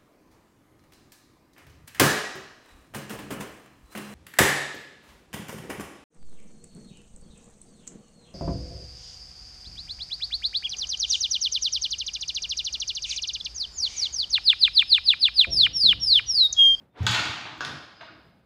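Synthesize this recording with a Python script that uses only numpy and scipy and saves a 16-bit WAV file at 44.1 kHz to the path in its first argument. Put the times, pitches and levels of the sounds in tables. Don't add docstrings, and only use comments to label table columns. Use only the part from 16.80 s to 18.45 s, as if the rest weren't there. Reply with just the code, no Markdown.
import sys
import numpy as np
from scipy import signal
from scipy.fft import rfft, irfft
from scipy.io import wavfile
from scipy.ndimage import uniform_filter1d

SR = 44100
rng = np.random.default_rng(int(sys.argv[2]) if len(sys.argv) > 2 else 0)


def to_wav(s):
    ch = np.atleast_2d(s).T
    pcm = np.round(np.clip(ch, -1, 1) * 32767)
    wavfile.write(sys.argv[1], SR, pcm.astype(np.int16))


def decibels_to_gain(level_db):
    exponent = np.asarray(level_db, float) / 20
    return 10 ** exponent


N = 72765
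T = np.arange(N) / SR


def read(points, hz):
    f, value = np.transpose(points)
    return np.interp(np.log(hz + 1), np.log(f + 1), value)


def evened(x):
    return x / np.sqrt(np.mean(x ** 2) + 1e-20)


def add(mix, s, sound):
    part = mix[round(s * SR):][:len(sound)]
    part += sound[:len(part)]


def colour(x, points, tilt_db=0.):
    hz = np.abs(np.fft.fftfreq(4096, 1 / SR))
    gain_db = read(points, hz) + tilt_db * np.log2((hz + 100) / 2000)
    log_gain = np.log(decibels_to_gain(gain_db))
    taps = np.fft.ifft(np.exp(np.conj(signal.hilbert(log_gain)))).real[:2048]
    return signal.oaconvolve(x, taps / np.linalg.norm(taps))[:len(x)]


def level(curve):
    s, db = np.transpose(curve)
    return decibels_to_gain(np.interp(T, s, db, -120, -120))


def ring(hz, t60_s, rise_s, t):
    return (1 - np.exp(-t / rise_s)) * decibels_to_gain(-60 * t / t60_s) * np.sin(2 * np.pi * hz * t)


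def clicks(per_s, spread_db):
    size = decibels_to_gain(spread_db * np.minimum(rng.exponential(1, N), 4)) * rng.choice([-1., 1.], N)
    return size * (rng.random(N) < per_s / SR)


def tooth_clicks():
    return clicks(2500, 3.8)


def knocks(rows, spectrum, snap_db=7, shiver_db=-9, rise_s=0.00006):
    # (frequency [Hz], level [dB], T60 [s])
    case_modes = [(1454, -6, .05), (1530, -2, .05), (1674, -4, .07), (2430, -10, .04), (2740, -7, .05),
                  (3402, -2, .025), (3709, -8, .04), (4350, -3, .02), (4662, -10, .04)]
    shiver_s, case_db = 0.017, -17
    out, t = np.zeros(N), np.arange(8192) / SR
    for s, db, tilt_db, ring_db, crack_s in rows:
        crack = rng.standard_normal(len(t)) * np.exp(-t / crack_s)
        shiver = decibels_to_gain(shiver_db) * rng.standard_normal(len(t)) * np.exp(-t / shiver_s)
        drive = (crack + shiver) * (1 - np.exp(-t / rise_s))
        drive[round(crack_s * SR / 3)] -= decibels_to_gain(snap_db)
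        modes = np.zeros(len(t))
        for hz, mode_db, t60_s in case_modes:
            uneven_db = 2 * rng.standard_normal()
            mode_gain = decibels_to_gain(mode_db + uneven_db + tilt_db * np.log2(hz / 2000))
            modes += mode_gain * ring(hz, t60_s, rise_s, t)
        hit = colour(drive, spectrum, tilt_db) + decibels_to_gain(case_db + ring_db) * modes
        add(out, s, decibels_to_gain(db - 2.5) * hit)
    return out


def floor():
    # (frequency [Hz], level [dB])
    hum_hiss = [(30, -26), (60, 7), (90, 1.5), (185, 3.5), (260, -3.5), (800, -12), (3000, -27),
                (6500, -39.5), (15500, -40)]
    noise = rfft(rng.standard_normal(N)) * decibels_to_gain(read(hum_hiss, np.fft.rfftfreq(N, 1 / SR)))
    swell = evened(uniform_filter1d(rng.standard_normal(N), 3000))
    return decibels_to_gain(-61.5 + 2.5 * swell) * evened(irfft(noise, N))


def spring():
    # (time [s], frequency [Hz], level [dB], T60 [s])
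    squeaks = [
        (.105, 3600, -79, 3.0),
        (.172, 3600, -60, .25),
        (1.155, 5010, -57.5, .9),
        (1.325, 4990, -71, .3),
        (1.42, 5000, -77, .25),
    ]
    out, t = np.zeros(N), T[:SR // 2]
    for s, hz, db, t60_s in squeaks:
        waver = decibels_to_gain(2.2 * evened(uniform_filter1d(rng.standard_normal(len(t)), 300)))
        add(out, s, decibels_to_gain(db) * waver * ring(hz, t60_s, .0015, t))
    return out


def sole():
    # (time [s], level [dB])
    scuff = [(.125, -81.5), (.15, -61), (.163, -52), (.176, -47), (.192, -48.5), (.225, -45.5), (.26, -41),
             (.3, -69.5)]
    # (frequency [Hz], level [dB])
    rubber = [(150, -27), (250, -5), (490, -9), (1330, -10.5), (1730, -12.5), (3010, -16.5), (3570, -14),
              (15500, -59)]
    split_hz, lag_s = 2500, 0.016
    rub = evened(colour(clicks(12000, 1.7), rubber))
    dull = signal.sosfilt(signal.butter(2, split_hz, fs=SR, output="sos"), rub)
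    bright = rub - dull
    swell = level(scuff)
    return dull * swell + bright * np.roll(swell, round(lag_s * SR))


def frame_shudder():
    # (time [s], level [dB])
    shake = [(.2, -57), (.27, -45.5), (.4, -46.5), (.6, -50), (.79, -54.5), (.82, -54), (.85, -52),
             (.87, -44), (.97, -49), (1.03, -59.5), (1.28, -65), (1.31, -62), (1.4, -57)]
    # (frequency [Hz], level [dB])
    tubes = [(50, -24), (90, 5), (140, 3), (220, -3.5), (310, 4), (420, -9.5), (700, -38), (2000, -86.5)]
    return evened(colour(clicks(1500, 2.7), tubes)) * level(shake)


def exhaust():
    # (time [s], level [dB], pitch [Hz], T60 [s], valve open [s])
    puffs = [(0.2064, -19, 98.6, 1.1, .023), (0.241, -21.5, 113.2, 0.27, 0.056),
             (0.2953, -21.5, 115.6, 0.25, 0.071), (0.39, -34.5, 107, 0.3, 0.05),
             (0.267, -35.5, 178.5, 0.36, .05), (.385, -37.5, 182, .2, .025),
             (0.462, -32.5, 112, 0.094, 0.017), (0.493, -28.5, 93.5, 0.081, 0.11),
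             (0.861, -43.5, 133.5, 0.18, 0.032), (0.937, -37, 152, 0.16, .07),
             (1.289, -58.5, 112, 0.5, .05)]
    # (pitch ratio [-], level [dB])
    overtones = [(1.6, -16), (2.7, -34)]
    rise_s, shut_s = 0.0019, 0.0024
    out, t = np.zeros(N), np.arange(SR // 2) / SR
    for s, db, hz, t60_s, open_s in puffs:
        tone = ring(hz, t60_s, rise_s, t)
        for ratio, overtone_db in overtones:
            tone += decibels_to_gain(overtone_db) * ring(ratio * hz, t60_s, rise_s, t)
        choke = np.exp(-np.maximum(t - open_s, 0) / shut_s)
        add(out, s, -decibels_to_gain(db) * tone * choke)
    return out


def pawl_ticks():
    # (time [s], level [dB], tilt [dB/octave], ring share [dB], crack [s])
    ticks = [
        (.2305, -47, 1, -42, .003),
        (.779, -56, 3, -57, .003),
        (1.157, -56, -10, -40, 0.014),
    ]
    # (frequency [Hz], level [dB])
    pawl = [(1000, -22.5), (4000, -11.5), (6500, 6), (10000, -21.5), (12000, -12.5), (14300, -12)]
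    return knocks(ticks, pawl)


def gear_engaging():
    # (time [s], level [dB], tilt [dB/octave], ring share [dB], crack [s])
    clanks = [
        (.2662, -11, 1, -24, 0.0024),
        (.312, -24, 6.5, -25.5, 0.0049),
        (.346, -17, 0, -26, 0.0043),
        (.393, -25, -6.5, -1, 0.003),
        (.453, -23.5, -1, 8, 0.00386),
    ]
    # (frequency [Hz], level [dB])
    mesh = [(300, -25), (1000, -11), (1510, -1), (2100, -15), (3400, -5), (4600, -6), (5700, -22),
            (6800, -18), (8200, -30), (15000, -46)]
    return knocks(clanks, mesh)


def tinks():
    # (time [s], level [dB], frequency [Hz], T60 [s])
    parts = [(.2665, -20, 3400, .02), (.2665, -22, 4400, .02), (.2665, -30, 6700, .02),
             (.269, -18, 1520, .04), (.374, -23, 2700, .06), (.392, -19, 1400, .04),
             (.808, -31, 3500, .025), (.808, -36, 6700, .025), (.84, -30, 1500, .05),
             (.8495, -27, 3500, .02), (.8495, -44, 10800, .015), (1.217, -40, 700, .06),
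             (1.23, -41, 950, .06), (1.285, -40, 1450, .06), (1.398, -50, 1500, .03)]
    out, t = np.zeros(N), T[:8192]
    for s, db, hz, t60_s in parts:
        add(out, s, decibels_to_gain(db) * ring(hz, t60_s, .0006, t))
    return out


def gear_rattle():
    # (time [s], level [dB])
    rattle = [(.268, -28.5), (.29, -34), (.335, -31.5), (.36, -31.5), (.4, -31), (.44, -50), (.55, -41.5),
              (.66, -56.5), (.76, -54)]
    # (frequency [Hz], level [dB])
    gear_spectrum = [(120, -30), (200, -15.5), (497, -14.5), (798, -2.5), (1650, -2), (2170, -1.5),
                     (2700, 2), (4700, -10), (5700, -13), (6800, -19), (15500, -64.5)]
    # (frequency [Hz], width [Hz], level [dB])
    peaks = [(1248, 39, 9), (1948, 120, -24), (2760, 120, -13), (3880, 15, 3), (4440, 64, 5)]
    t, teeth = np.arange(2048) / SR, tooth_clicks()
    body = np.zeros(len(t))
    for hz, width_hz, db in peaks:
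        body += decibels_to_gain(db) * np.exp(-np.pi * width_hz * t) * np.sin(2 * np.pi * hz * t)
    resonant = evened(signal.oaconvolve(teeth, body)[:N])
    sound = evened(colour(teeth, gear_spectrum)) + decibels_to_gain(-17.0) * resonant
    return evened(sound) * level(rattle)


def frame_thumps():
    # (time [s], level [dB], frequency [Hz])
    thumps = [
        (0.337, -38, 328),
        (0.455, -38.5, 315),
        (0.531, -40, 324),
        (0.853, -38, 299.6),
        (0.929, -39, 294.6),
        (1.302, -44, 319),
    ]
    out, t = np.zeros(N), np.arange(SR // 2) / SR
    for s, db, hz in thumps:
        add(out, s, decibels_to_gain(db) * ring(hz, 0.12, 0.008, t))
    return out


def settling_clunks():
    # (time [s], level [dB], tilt [dB/octave], ring share [dB], crack [s])
    clunks = [
        (.651, -31.5, -1.3, -16.5, 0.022),
        (1.2072, -30, 0.97, -1.5, 0.0064),
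        (1.229, -50, -0.55, -16, 0.0054),
        (1.286, -50, 0.29, -5, 0.0031),
        (1.398, -66, -0.86, 1, 0.0045),
    ]
    # (frequency [Hz], level [dB])
    dull_metal = [(300, -14.5), (650, -4), (1000, -0.5), (1500, -1), (2300, -4), (4100, -7.5), (4700, -23),
                  (6200, -25), (15000, -84)]
    return knocks(clunks, dull_metal, snap_db=-13, shiver_db=-17.5, rise_s=.004)


def lever_stop():
    # (time [s], level [dB], tilt [dB/octave], ring share [dB], crack [s])
    stops = [
        (.8072, -22, 0, -3, 0.00253),
    ]
    # (frequency [Hz], level [dB])
    stop_spectrum = [(300, -13), (800, -5), (1500, 1), (2300, -17.5), (3500, -9.5), (5200, -11.5),
                     (5900, -16.5), (6800, -18.5), (8400, -40), (15000, -50)]
    return knocks(stops, stop_spectrum, snap_db=-1)


def lever_rattle():
    # (time [s], level [dB])
    way_back = [(.808, -87), (.83, -39.5), (.88, -47.5), (.95, -59.5), (1.05, -65), (1.21, -61),
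                (1.25, -57), (1.36, -71.5), (1.45, -93)]
    # (frequency [Hz], level [dB])
    lever_spectrum = [(250, -9.5), (700, 4), (1500, 1), (2300, -3), (5100, -2), (6000, -29), (8400, -42.5),
                      (15500, -54)]
    return evened(colour(tooth_clicks(), lever_spectrum)) * level(way_back)


def lever_bounce():
    # (time [s], level [dB], tilt [dB/octave], ring share [dB], crack [s])
    bounces = [
        (.8492, -21.5, 0, -10, .0015),
    ]
    # (frequency [Hz], level [dB])
    rebound = [(300, -12), (1000, -2), (3500, 3), (7500, -18), (8400, -20), (9500, -27.5), (11500, -27.5),
               (15000, -43)]
    return knocks(bounces, rebound, snap_db=15, shiver_db=-15.5)


def tail():
    # (frequency [Hz], T60 [s])
    tiles = [(60, .5), (130, 0.23), (300, 0.76), (700, 0.91), (1800, 0.82), (4800, 0.77), (8000, 0.65),
             (14000, 0.55)]
    gap_s, spacing = 0.004, 12
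    taps = np.zeros(SR * 3 // 2)
    at = np.arange(round(gap_s * SR), len(taps) - spacing, spacing)
    taps[at + rng.integers(0, spacing, len(at))] = rng.choice([-1., 1.], len(at))
    hz, t, z = signal.stft(taps, SR, nperseg=256)
    decay = decibels_to_gain(-60 * t / read(tiles, hz)[:, None])
    out = signal.istft(z * decay, SR, nperseg=256)[1]
    return out / np.linalg.norm(out)


def room(x):
    out = np.zeros(N)
    for k in range(3):
        feed = np.sqrt(2 / 3) * np.cos(2 * np.pi * (1.27 * T + k / 6))
        out += signal.fftconvolve(x * feed, tail())[:N]
    return out


def scene():
    hits = pawl_ticks() + gear_engaging() + settling_clunks() + lever_stop() + lever_bounce()
    metal = hits + sole() + gear_rattle() + lever_rattle()
    low = frame_shudder() + exhaust() + frame_thumps()
    squeak, tink = spring(), tinks()
    direct = metal + low + squeak + tink
    to_room = decibels_to_gain(2) * metal + decibels_to_gain(-15) * low + decibels_to_gain(-9) * tink + squeak / 10
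    return (direct + room(to_room) + floor())[None]


def band_limit(x):
    return signal.sosfilt(signal.butter(12, 16080, fs=SR, output="sos"), x)


def record(dry):
    low_cut = signal.butter(2, 51, "high", fs=SR, output="sos")
    top_cut = signal.firwin(511, 15650, fs=SR)[None]
    mix = signal.sosfiltfilt(low_cut, dry)
    mix = signal.oaconvolve(mix, top_cut, "same")
    return band_limit(mix)


dry = scene()
out = record(dry)
to_wav(out)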